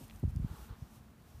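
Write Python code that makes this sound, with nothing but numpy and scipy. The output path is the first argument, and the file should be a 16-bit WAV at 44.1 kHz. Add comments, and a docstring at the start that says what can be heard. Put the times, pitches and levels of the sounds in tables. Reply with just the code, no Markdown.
"""A cobra slides over a lawn and gives one soft, breathy hiss.
Faint outdoor noise and a low breeze run throughout, and a hand makes a dull bump at the start.
Scales swish through the grass from the first moment, and blades tick as they flick free.
Wind buffets the microphone in a short gust; as it peaks, the snake pushes air through its airway
to hiss, with a weaker after-puff. A few puffs of wind and more swishes follow."""
import sys
import numpy as np
from scipy import signal
from scipy.fft import rfft, irfft
from scipy.io import wavfile
from scipy.ndimage import uniform_filter1d

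SR = 44100
rng = np.random.default_rng(int(sys.argv[2]) if len(sys.argv) > 2 else 0)


def inscribe(sig):
    """Save sig as 16-bit PCM at rate SR to the path in sys.argv[1].

    A 1-D sig is mono; a 2-D sig holds one channel per row.
    Samples are clipped to [-1, 1] before scaling.
    """
    pcm = np.round(np.clip(np.atleast_2d(sig).T, -1, 1) * 32767)
    wavfile.write(sys.argv[1], SR, pcm.astype(np.int16))


N = 61739


def undb(db):
    """Turn decibels into a number to multiply a sound by."""
    return 10 ** (np.asarray(db) / 20)


def unit(x):
    """Scale a signal so its average strength (rms) is 1."""
    return x / np.sqrt(np.mean(x ** 2))


def noise(points):
    """Noise of strength 1 whose tone follows (pitch_hz, relative_db) points."""
    hz, db = np.array(points, float).T
    freqs = np.maximum(np.fft.rfftfreq(N, 1 / SR), 1)
    gain = undb(np.interp(np.log(freqs), np.log(hz), db))
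    return unit(irfft(rfft(rng.standard_normal(N)) * gain, N))


def ring(x, hz, width):
    """A resonance: keep the sound near one pitch and weaken the rest."""
    return signal.lfilter(*signal.iirpeak(min(hz, SR / 2 - 1), hz / width, fs=SR), x)


def walk(rate):
    """A random wander of strength 1 that glides to a new value `rate` times a second."""
    step = int(SR / rate)
    stairs = np.repeat(rng.standard_normal(N // step + 1), step)
    return unit(uniform_filter1d(stairs, step)[:N])


def swell(t, centre, half_width):
    """A bell-shaped rise and fall."""
    return np.exp(-((t - centre) / half_width) ** 2)


def outdoors(t):
    """Distant open-air noise fades slowly over a faint low drone."""
    # Tone of the open air: pitch_hz, relative_db
    air_tone = [(100, 8.5), (300, 6), (480, 2.5), (800, 1.5), (1250, 1), (2200, -7), (4000, -12.5),
                (8000, -20.5), (10500, -23.5), (13000, -22), (16000, -14.5)]
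    drone_hz, width_hz, drone_db = 220.8, 33, -65
    drone = unit(ring(ring(rng.standard_normal(N), drone_hz, width_hz), drone_hz, width_hz))
    air_db = -62 - 3 * t + .5 * walk(5.5)
    return undb(air_db) * noise(air_tone) + undb(drone_db) * drone


def wind(t):
    """Small swirls of air suck at the microphone; gusts and a steady breeze rumble around them."""
    # Swirls that hit the microphone: peak_s, half_width_s, suction_db
    swirls = [(0.2321, 0.0013, -23), (.2372, 0.00054, -29.5), (0.24, .0015, -19.5), (0.252, 0.0026, -16.5),
              (0.278, 0.0023, -20), (0.356, 0.0019, -24.5), (0.3691, 0.0023, -21), (0.3994, 0.0019, -22),
              (0.412, 0.0075, -14.5), (.4468, 0.0017, -19), (0.5004, 0.0043, -31), (0.613, 0.0069, -40),
              (0.707, 0.0035, -28), (0.8245, 0.0023, -27.5)]
    # Gusts of wind: start_s, length_s, level_db
    gusts = [(.003, .060, -53), (.125, .075, -54), (.238, .055, -43), (.293, .062, -42.5),
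             (.357, .110, -39.5), (.494, .050, -41.5), (.590, .045, -50), (.702, .036, -47),
             (.995, .025, -55), (1.345, .060, -52)]
    # Tone of the churning air in a gust: pitch_hz, relative_db
    gust_tone = [(22, -43), (42, -1.5), (65, 0), (105, -3), (150, -10.5), (230, -21.5), (400, -33),
                 (800, -70)]
    # Tone of the breeze: pitch_hz, relative_db
    breeze_tone = [(20, -20), (45, 2), (72, 4.5), (110, -0.5), (170, -2), (260, -11), (380, -17),
                   (700, -35.5)]
    bass_cut_hz, ramp_s = 63, .010
    suction = -sum(undb(db) * swell(t, at, half_width) for at, half_width, db in swirls)
    # The microphone loses the deepest bass of each thump.
    thumps = signal.sosfilt(signal.butter(2, bass_cut_hz, "high", fs=SR, output="sos"), suction)
    force = sum(undb(db) * np.clip(np.minimum(t - at, at + length - t) / ramp_s + .5, 0, 1)
                for at, length, db in gusts)
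    rumble = force * noise(gust_tone)
    breeze_db = -58.5 + 1.2 * walk(10.9)
    return thumps + rumble + undb(breeze_db) * noise(breeze_tone)


def hand_bump(t):
    """A moving hand makes a soft, dull bump: a short low ring with a scuff."""
    # The bump: start_s, pitch_hz, decay_s, level_db
    bump = (.006, 255, .015, -42.5)
    at, hz, decay, db = bump
    rise_s = .004
    age = np.maximum(t - at, 0)
    loudness = undb(db) * np.minimum(age / rise_s, 1) * np.exp(-age / decay)
    scuff = unit(ring(ring(rng.standard_normal(N), hz=400, width=210), hz=400, width=220))
    return loudness * (np.sin(2 * np.pi * hz * age) + .35 * scuff)


def grass_swishes(t):
    """Scales brush through the blades in swishes, with a fine crackle inside."""
    # Strokes of scales on grass: peak_s, rise_s, fall_s, rub_db, body_db
    swishes = [(0.038, 0.15, 0.021, -66.5, -68), (.160, 0.24, 0.059, -68.5, -72.5),
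               (0.305, 0.02, 0.0073, -67, -68), (.545, 0.13, 0.046, -70, -74),
               (0.634, 0.086, 0.07, -64, -67.5), (0.812, 0.042, 0.08, -74, -68),
               (0.959, 0.059, 0.036, -67, -68), (1.295, 0.04, 0.24, -72, -70.5)]
    # Tone of the bright rubbing: pitch_hz, relative_db
    rub_tone = [(1000, -24), (2500, 3.5), (4500, -1.5), (7500, 0.5), (9000, 2.5), (10500, -1), (12500, 4),
                (16000, -4)]
    # Tone of the lower body of a swish: pitch_hz, relative_db
    body_tone = [(150, -37), (350, -31), (600, 12), (1100, 8.5), (1700, -17), (3000, -13), (6000, -3),
                 (15000, -38)]
    crackles_per_s, crackle_relative_db = 170, -13.5
    rub_gain, body_gain = 0, 0
    for at, rise, fall, rub_db, body_db in swishes:
        stroke = swell(t, at, np.where(t < at, rise, fall))
        rub_gain += undb(rub_db) * stroke
        body_gain += undb(body_db) * stroke
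    clicks = (rng.random(N) < crackles_per_s / SR) * rng.standard_normal(N)
    crackle = undb(crackle_relative_db) * unit(ring(clicks, hz=11000, width=8000))
    rub = noise(rub_tone) * undb(0.54 * walk(120))
    return rub_gain * (rub + crackle) + body_gain * noise(body_tone)


def grass_ticks(t):
    """Single blades and stalks let go with a snap and a very short scrape."""
    # Blades that flick and stalks that snap: start_s, pitch_hz, width_hz, peak_db
    ticks = [(0.044, 13000, 8000, -47), (0.081, 12000, 7000, -48), (0.0984, 2450, 1680, -43),
             (0.1093, 2420, 1547, -44), (.1380, 12500, 7950, -53), (0.15, 11000, 7000, -50),
             (.1608, 8500, 9000, -48), (0.197, 12400, 8100, -45.5), (0.3618, 6000, 9900, -42.5),
             (1.2225, 12500, 8000, -55)]
    scrape_gain, decay_s = .16, .0012
    out = np.zeros(N)
    for at, hz, width, db in ticks:
        fade = (t >= at) * np.exp(-np.abs(t - at) / decay_s)
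        crack = scrape_gain * rng.standard_normal(N) * fade
        crack[int(at * SR)] = 1  # the snap itself
        tick = ring(ring(crack, hz, width), hz, width)
        out += undb(db) * tick / np.abs(tick).max()
    return out


def hiss(t):
    """Air pushed through the snake's airway swells, holds and fades, fluttering a little."""
    # Resonances of the airway: pitch_hz, base_width_hz, relative_db
    airway = [(420, 123, 2.5), (851, 130, 1), (1166, 360, -1), (1444, 280, -3.5), (1710, 350, -10),
              (2940, 770, -14.5), (3840, 1600, -15)]
    # One push of air and a weaker after-puff: start_s, rise_s, hold_s, fall_s, level_db
    pushes = [(0.416, 0.074, 0.16, 0.048, -61), (0.68, 0.014, 0.027, 0.079, -62)]
    widen, flutter_db = 1.1, 1.0
    breath, flow = 0, 0
    for hz, width, db in airway:
        band = ring(rng.standard_normal(N), hz, widen * width)
        breath += undb(db) * ring(band, hz, widen * width)
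    for at, rise, hold, fall, db in pushes:
        rising = (t - at) / rise
        falling = 1 - (t - at - rise - hold) / fall
        flow += undb(db) * np.clip(np.minimum(rising, falling), 0, 1)
    return unit(breath) * flow * undb(flutter_db * walk(33.8))


def scene():
    """All the sounds add up at one microphone."""
    t = np.arange(N) / SR
    return (outdoors(t) + wind(t) + hand_bump(t) + grass_swishes(t) + grass_ticks(t) + hiss(t))[None]


def record(dry):
    """The recorder drops the deepest rumble and the highest treble."""
    low_hz, top_hz = 38, 15260
    x = signal.sosfilt(signal.butter(2, low_hz, "high", fs=SR, output="sos"), dry)
    return signal.sosfilt(signal.ellip(14, .2, 60, top_hz, fs=SR, output="sos"), x)


dry = scene()
out = record(dry)
inscribe(out)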